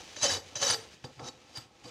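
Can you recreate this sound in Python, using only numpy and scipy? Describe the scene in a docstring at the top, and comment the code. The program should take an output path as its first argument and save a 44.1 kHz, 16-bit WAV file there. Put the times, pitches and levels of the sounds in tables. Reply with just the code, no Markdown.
"""A farrier files a hoof held on a stand in a stable.
From the start: air hush and the light drag of the blade (noise), a faint blade ring, hoof and stand
tones (resonators) and sparse echoes. From 0.16 s and 0.55 s, two hard strokes: random tooth bites tear
horn and ring blade tones weighted by the place touched, tip to heel; noise bursts mark the landings
and sine thumps the rocking stand. From 1.04 s: lighter touches by the same means."""
import sys
import numpy as np
from scipy import signal
from scipy.fft import rfft, irfft
from scipy.io import wavfile

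SR = 44100
rng = np.random.default_rng(int(sys.argv[2]) if len(sys.argv) > 2 else 0)


def unload_wav(signal):
    """Save mono or channel-first audio to the path in sys.argv[1] as 16-bit WAV at rate SR, clipped to [-1, 1]."""
    wavfile.write(
        sys.argv[1],
        SR,
        np.round(np.clip(np.atleast_2d(signal).T, -1, 1) * 32767).astype(np.int16),
    )


def gain_from_db(level_db):
    """Convert decibel levels to linear amplitude factors (20 dB per decade)."""
    decades = np.asarray(level_db, float) / 20
    return 10 ** decades


N = 83790


def evened(x):
    """Scales x to power 1."""
    return x / np.sqrt(np.mean(x ** 2) + 1e-20)


def read(points, hz):
    """Interpolates a (hz, value) table over log frequency."""
    f, value = np.transpose(points)
    return np.interp(np.log(hz + 1), np.log(f + 1), value)


def follow(rows, column, outside=None):
    """One column of a timed table as a value for every sample."""
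    rows = np.array(rows)
    return np.interp(np.arange(N) / SR, rows[:, 0], rows[:, column], outside, outside)


def colour(x, points):
    """Shapes the spectrum of x by (hz, db), keeping about its power if x is white."""
    gain = gain_from_db(read(points, np.fft.rfftfreq(N, 1 / SR)))
    return irfft(rfft(x) * evened(gain), N)


def resonate(x, hz, width_hz):
    """Double-pole ring with steep flanks, following pitch hz; white noise keeps about its power."""
    r = np.exp(-np.pi * np.sqrt(2) * abs(width_hz) / SR)
    turn = np.exp(2j * np.pi * np.cumsum(hz * np.ones(N)) / SR)
    ring = turn * signal.lfilter([1], [1, -2 * r, r * r], x / turn)
    return np.sqrt(2 * (1 - r * r) ** 3 / (1 + r * r)) * ring.real


def wander(hz):
    """Random drift of power 1, low-passed at hz."""
    return evened(signal.lfilter(*signal.butter(2, hz, fs=SR), rng.standard_normal(N)))


def bites(per_s, spread_db):
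    """Teeth catching at random moments, a few of them hard, over weak noise; power 1."""
    size = gain_from_db(spread_db * np.minimum(rng.exponential(1, N), 4)) * rng.choice([-1., 1.], N)
    caught = size * (rng.random(N) < per_s / SR)
    return evened(caught + 0.3 * rng.standard_normal(N))


# stable air spectrum: pitch_hz [Hz], level_db [dB, relative]
AIR_COLOUR = [(30, -2), (95, 2), (180, -6), (350, -4.5), (1000, -21), (1800, -14.5), (4000, -19),
              (7000, -30), (14000, -45)]
AIR_DB = -60.5


def air():
    """Coloured noise: soft hush of the stable, its level drifting slowly."""
    hush = evened(colour(rng.standard_normal(N), AIR_COLOUR))
    return gain_from_db(AIR_DB + 3.8 * wander(1.1)) * hush


# light drag of the blade coming back: start_s [s], level_db [dB]
DRAG = [(0, -47.5), (.03, -51.5), (.15, -51.5), (.4, -70), (.47, -52), (.54, -57), (.78, -51), (.85, -55),
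        (.89, -58), (.945, -53.5), (.975, -65), (1.15, -59.5), (1.4, -63.5), (1.63, -54.5), (1.68, -71),
        (1.9, -55.5)]


def drag_bites():
    """Sparse weak tooth catches of the returning blade."""
    return gain_from_db(follow(DRAG, column=1)) * bites(1500, 3.2)


# drag spectrum: pitch_hz [Hz], level_db [dB, relative]
DRAG_COLOUR = [(250, -3.5), (1500, -9.5), (2500, -3), (6500, -7.5), (8000, -16), (11000, -27), (15600, -36)]


def drag_scrape(drag):
    """The drag heard directly, as coloured noise."""
    return colour(drag, DRAG_COLOUR)


# steel blade modes: pitch_hz [Hz], width_hz [Hz], tip_db, heel_db [dB when touched there, relative]
BLADE = [(1720, 220, -9.5, -8), (3014, 84, -5, -13.5), (3505, 44, -28.5, -3.5), (3877, 71, 0.5, -10),
         (4482, 39, -3, -14), (4770, 87, -8.5, 6.5), (5366, 75, -1, -11.5), (6027, 156, 9, -20),
         (6590, 150, -5.5, -9), (6960, 46, 0, -43), (7702, 35, -17, -9), (8920, 69, -22.5, -13),
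         (9600, 160, -23, -28), (10610, 83, -29.5, -23), (11650, 20, -30.5, -20.5), (12000, 25, -40, -19)]
RING_DB, DRAG_RING_DB, TAP_RING_DB = -9, -14, 9
BLADE_SAG = 0.018  # share of pitch by which tones are sharp when a hard stroke lands
WOBBLE, WOBBLE_HZ = 0.0076, 47.4  # rms share of pitch under the hardest bite
TONE_FLICKER_DB = 5.5


def blade_ring(cut, drag, tap, hard):
    """Bites, drag and taps excite steel modes, weighted by contact place and bent by pressure."""
    drive = cut + gain_from_db(DRAG_RING_DB) * drag + gain_from_db(TAP_RING_DB) * tap
    at, fresh = contact_place(), freshness()
    ring = np.zeros(N)
    for pitch_hz, width_hz, tip_db, heel_db in BLADE:
        level_db = tip_db + (heel_db - tip_db) * at + TONE_FLICKER_DB * hard * wander(45.3)
        bend = 1 + BLADE_SAG * fresh + WOBBLE * hard * wander(WOBBLE_HZ)
        ring += resonate(drive * gain_from_db(level_db), pitch_hz * bend, width_hz)
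    return gain_from_db(RING_DB) * ring


# force passed into hoof and stand: start_s [s], push_db [dB]
PUSH = [(0, -49), (.03, -58), (.21, -65), (.235, -30.5), (.34, -41.5), (.38, -36.5), (.41, -70),
        (.59, -49.5), (.625, -33), (.71, -43.5), (.76, -41), (.82, -65.5), (1.03, -73), (1.05, -48),
        (1.11, -58), (1.13, -111), (1.188, -52), (1.197, -42.5), (1.29, -45.5), (1.32, -62), (1.54, -60.5),
        (1.58, -53), (1.62, -61.5), (1.835, -63), (1.855, -45.5), (1.9, -56.5)]
THUD_DB, THUD_HZ, THUD_WIDTH_HZ = 0, 317, 590


def hoof_drive():
    """Uneven push of the file plus a dull thud at each landing."""
    push = gain_from_db(follow(PUSH, column=1) + 2.2 * wander(49)) * bites(2500, 2.44)
    landing = landing_bursts([level_db + thud_db for start_s, level_db, thud_db in LANDINGS])
    return push + gain_from_db(THUD_DB) * resonate(landing, THUD_HZ, THUD_WIDTH_HZ)


# fixed hoof and stand modes: pitch_hz [Hz], width_hz [Hz], level_db [dB, relative]
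HOOF = [(294, 108, -2), (497.4, 31.6, -2), (814, 137, -0.5), (1063, 78, -7.5), (1293, 59, -6.5)]
# hoof mode sinking as a hard stroke settles: first_hz, last_hz, width_hz [Hz], level_db [dB, relative]
SLIDING = (590, 449.6, 27.5, 0.46)
HOOF_DB, PRESSED_DB = -6, -5  # pressing damps the fixed modes


def hoof_tones():
    """Push and thuds shake dull modes; one more sounds only under pressure and sinks in pitch."""
    drive, pressed = hoof_drive(), pressing()
    first_hz, last_hz, width_hz, level_db = SLIDING
    sinking_hz = last_hz + (first_hz - last_hz) * freshness()
    tones = gain_from_db(level_db) * resonate(drive * pressed, sinking_hz, width_hz)
    damped = drive * gain_from_db(PRESSED_DB * pressed)
    for pitch_hz, width_hz, level_db in HOOF:
        tones = tones + gain_from_db(level_db) * resonate(damped, pitch_hz, width_hz)
    return gain_from_db(HOOF_DB) * tones


# echo dying time: pitch_hz [Hz], t60_s [s]
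ROOM_T60 = [(300, 0.68), (5000, 0.31), (12000, 0.4)]
ROOM_DB = -13.5


def stable_echo(x):
    """Sparse echoes of random sign, each band dying at its own speed."""
    taps = np.zeros(SR // 2)
    at = np.arange(200, len(taps) - 20, 20)
    taps[at + rng.integers(0, 20, len(at))] = rng.choice([-1., 1.], len(at))
    hz, t, z = signal.stft(taps, SR, nperseg=256)
    decay = gain_from_db(-60 * t / read(ROOM_T60, hz)[:, None])
    tail = signal.istft(z * decay, SR, nperseg=256)[1]
    return gain_from_db(ROOM_DB) * signal.fftconvolve(x, tail / np.linalg.norm(tail))[:N]


# cutting contacts, one list per touch: start_s [s], bite_db [dB], place [0 tip - 1 heel]
CUTS = [
    [(.16, -45, 0.089), (.168, -45.5, 0.24), (.206, -44.5, 0.18), (.232, -20.5, 0.49), (.25, -24.5, 0.12),
     (.28, -30, 0.37), (.296, -26.5, 0.091), (.322, -28.5, 0.57), (.348, -29, 0.35), (.372, -37, 0.31),
     (.385, -48, 1), (.41, -74, 0.45)],
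    [(.552, -53, 0.072), (.558, -37, 0.12), (.592, -39.5, 0.064), (.624, -27, 0.26), (.656, -28, 0.35),
     (.672, -27.5, 0.16), (.708, -20.5, 0.5), (.724, -30, 0.34), (.746, -26.5, 0.87), (.76, -83, .75)],
    [(1.039, -45, 0.45), (1.044, -47.5, 0.71), (1.09, -65, 0.57)],
    [(1.19, -112.5, 0.62), (1.197, -56, 0.52), (1.22, -54, 0.36), (1.286, -38.5, 0.24), (1.302, -90, 1)],
    [(1.52, -64.5, 0.8), (1.576, -33.5, 0.86), (1.59, -56, 0.9), (1.61, -56, 0.9), (1.65, -79, 0.63)],
    [(1.832, -75, 0.59), (1.838, -48.5, 0.57), (1.9, -54, 0.84)],
]
CHATTER_DB, CHATTER_HZ, HARD_DB = 2, 70, -33  # hardness is half at HARD_DB


def bite_force():
    """Force of the teeth on the horn, and its hardness from 0 to 1."""
    force = sum(gain_from_db(follow(rows, column=1, outside=-200)) for rows in CUTS)
    return force, force / (force + gain_from_db(HARD_DB))


def contact_place():
    """Where the blade is touched, 0 tip to 1 heel."""
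    return np.clip(follow(np.concatenate(CUTS), column=2), 0, 1)


# horn tearing spectrum: pitch_hz [Hz], level_db [dB, relative]
SHAVING = [(300, -10.5), (900, 0), (1800, -6.5), (4500, -1.5), (6800, -3.5), (8000, -13.5), (10000, -19),
           (13000, -35.5), (15600, -36)]
SHAVING_DB = -7.5


def shaving(chatter):
    """Horn tearing off: dense random catches, coloured."""
    return colour(gain_from_db(SHAVING_DB) * chatter * bites(7000, 2.2), SHAVING)


# hard strokes: landing_s [s], lift_s [s]
HARD_STROKES = [(.16, .385), (0.55, .745)]
SETTLE_S, LINGER_S = 0.147, 0.069


def freshness():
    """1 from the landing of a hard stroke, sinking to 0 over its last SETTLE_S."""
    t = np.arange(N) / SR
    return sum((t > landing_s) * np.clip((lift_s - t) / SETTLE_S, 0, 1)
               for landing_s, lift_s in HARD_STROKES)


def pressing():
    """1 during a hard stroke and LINGER_S after its lift, else 0."""
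    t = np.arange(N) / SR
    return sum((t > landing_s) * (t < lift_s + LINGER_S) for landing_s, lift_s in HARD_STROKES)


# blade set down on the horn, or snagging: start_s [s], level_db [dB], thud_db [dB re level_db]
LANDINGS = [(0.1647, -41.5, -7.5), (0.5545, -39, -3), (.706, -39, -4), (1.0415, -47.5, 1), (1.195, -49, 2),
            (1.562, -58.5, -4)]


def landing_bursts(levels_db):
    """A noise burst decaying over a few ms at each landing, low-passed."""
    out, t = np.zeros(N + SR), np.arange(400) / SR
    for (start_s, *_), level_db in zip(LANDINGS, levels_db):
        burst = rng.standard_normal(len(t)) * np.exp(-t / 0.0035)
        out[round(start_s * SR):][:len(t)] += gain_from_db(level_db) * burst
    return signal.lfilter(*signal.butter(2, 7500, fs=SR), out[:N])


def landing_tick(tap):
    """Broad short resonance of each landing."""
    tick_db, tick_hz, width_hz = 5, 1540, 2040
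    return gain_from_db(tick_db) * resonate(tap, tick_hz, width_hz)


# stand rocking on the floor: start_s [s], level_db [dB], pitch_hz [Hz], t60_s [s]
THUMPS = [(0.219, -37, 101.4, 0.17), (0.31, -36.5, 93.4, 0.31), (.556, -35, 117, 0.065),
          (0.693, -40.5, 110.8, 0.24), (1.041, -24.5, 129, 0.042), (1.174, -40.5, 117, 0.12),
          (1.221, -32, 128, 0.079), (1.572, -34, 116.5, 0.084), (1.841, -44.5, 119, 0.19)]
THUMP_RISE_S = 0.0072


def stand_thumps():
    """Low sines with a soft onset and exponential decay."""
    out = np.zeros(N)
    for start_s, level_db, pitch_hz, t60_s in THUMPS:
        t = np.maximum(np.arange(N) / SR - start_s, 0)
        envelope = gain_from_db(level_db - 60 * t / t60_s) * (1 - np.exp(-t / THUMP_RISE_S))
        out += envelope * np.sin(2 * np.pi * pitch_hz * t)
    return out


def scene():
    """File, hoof and stand, with the stable's echoes and air."""
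    force, hard = bite_force()
    chatter = force * gain_from_db(CHATTER_DB * wander(CHATTER_HZ))
    cut = chatter * bites(per_s=3500, spread_db=4)
    drag = drag_bites()
    tap = landing_bursts([level_db for start_s, level_db, thud_db in LANDINGS])
    rasp = drag_scrape(drag) + blade_ring(cut, drag, tap, hard) + shaving(chatter) + landing_tick(tap)
    near = rasp + hoof_tones() + stand_thumps()
    return (near + stable_echo(near) + air())[None]


def low_pass(x):
    """Removes everything above the highest recorded frequency."""
    return signal.sosfilt(signal.butter(12, 15690, fs=SR, output="sos"), x)


def record(dry):
    """The microphone drops the deepest bass."""
    bass_cut = signal.butter(4, 55, "high", fs=SR, output="sos")
    return low_pass(signal.sosfilt(bass_cut, dry))


dry = scene()
out = record(dry)
unload_wav(out)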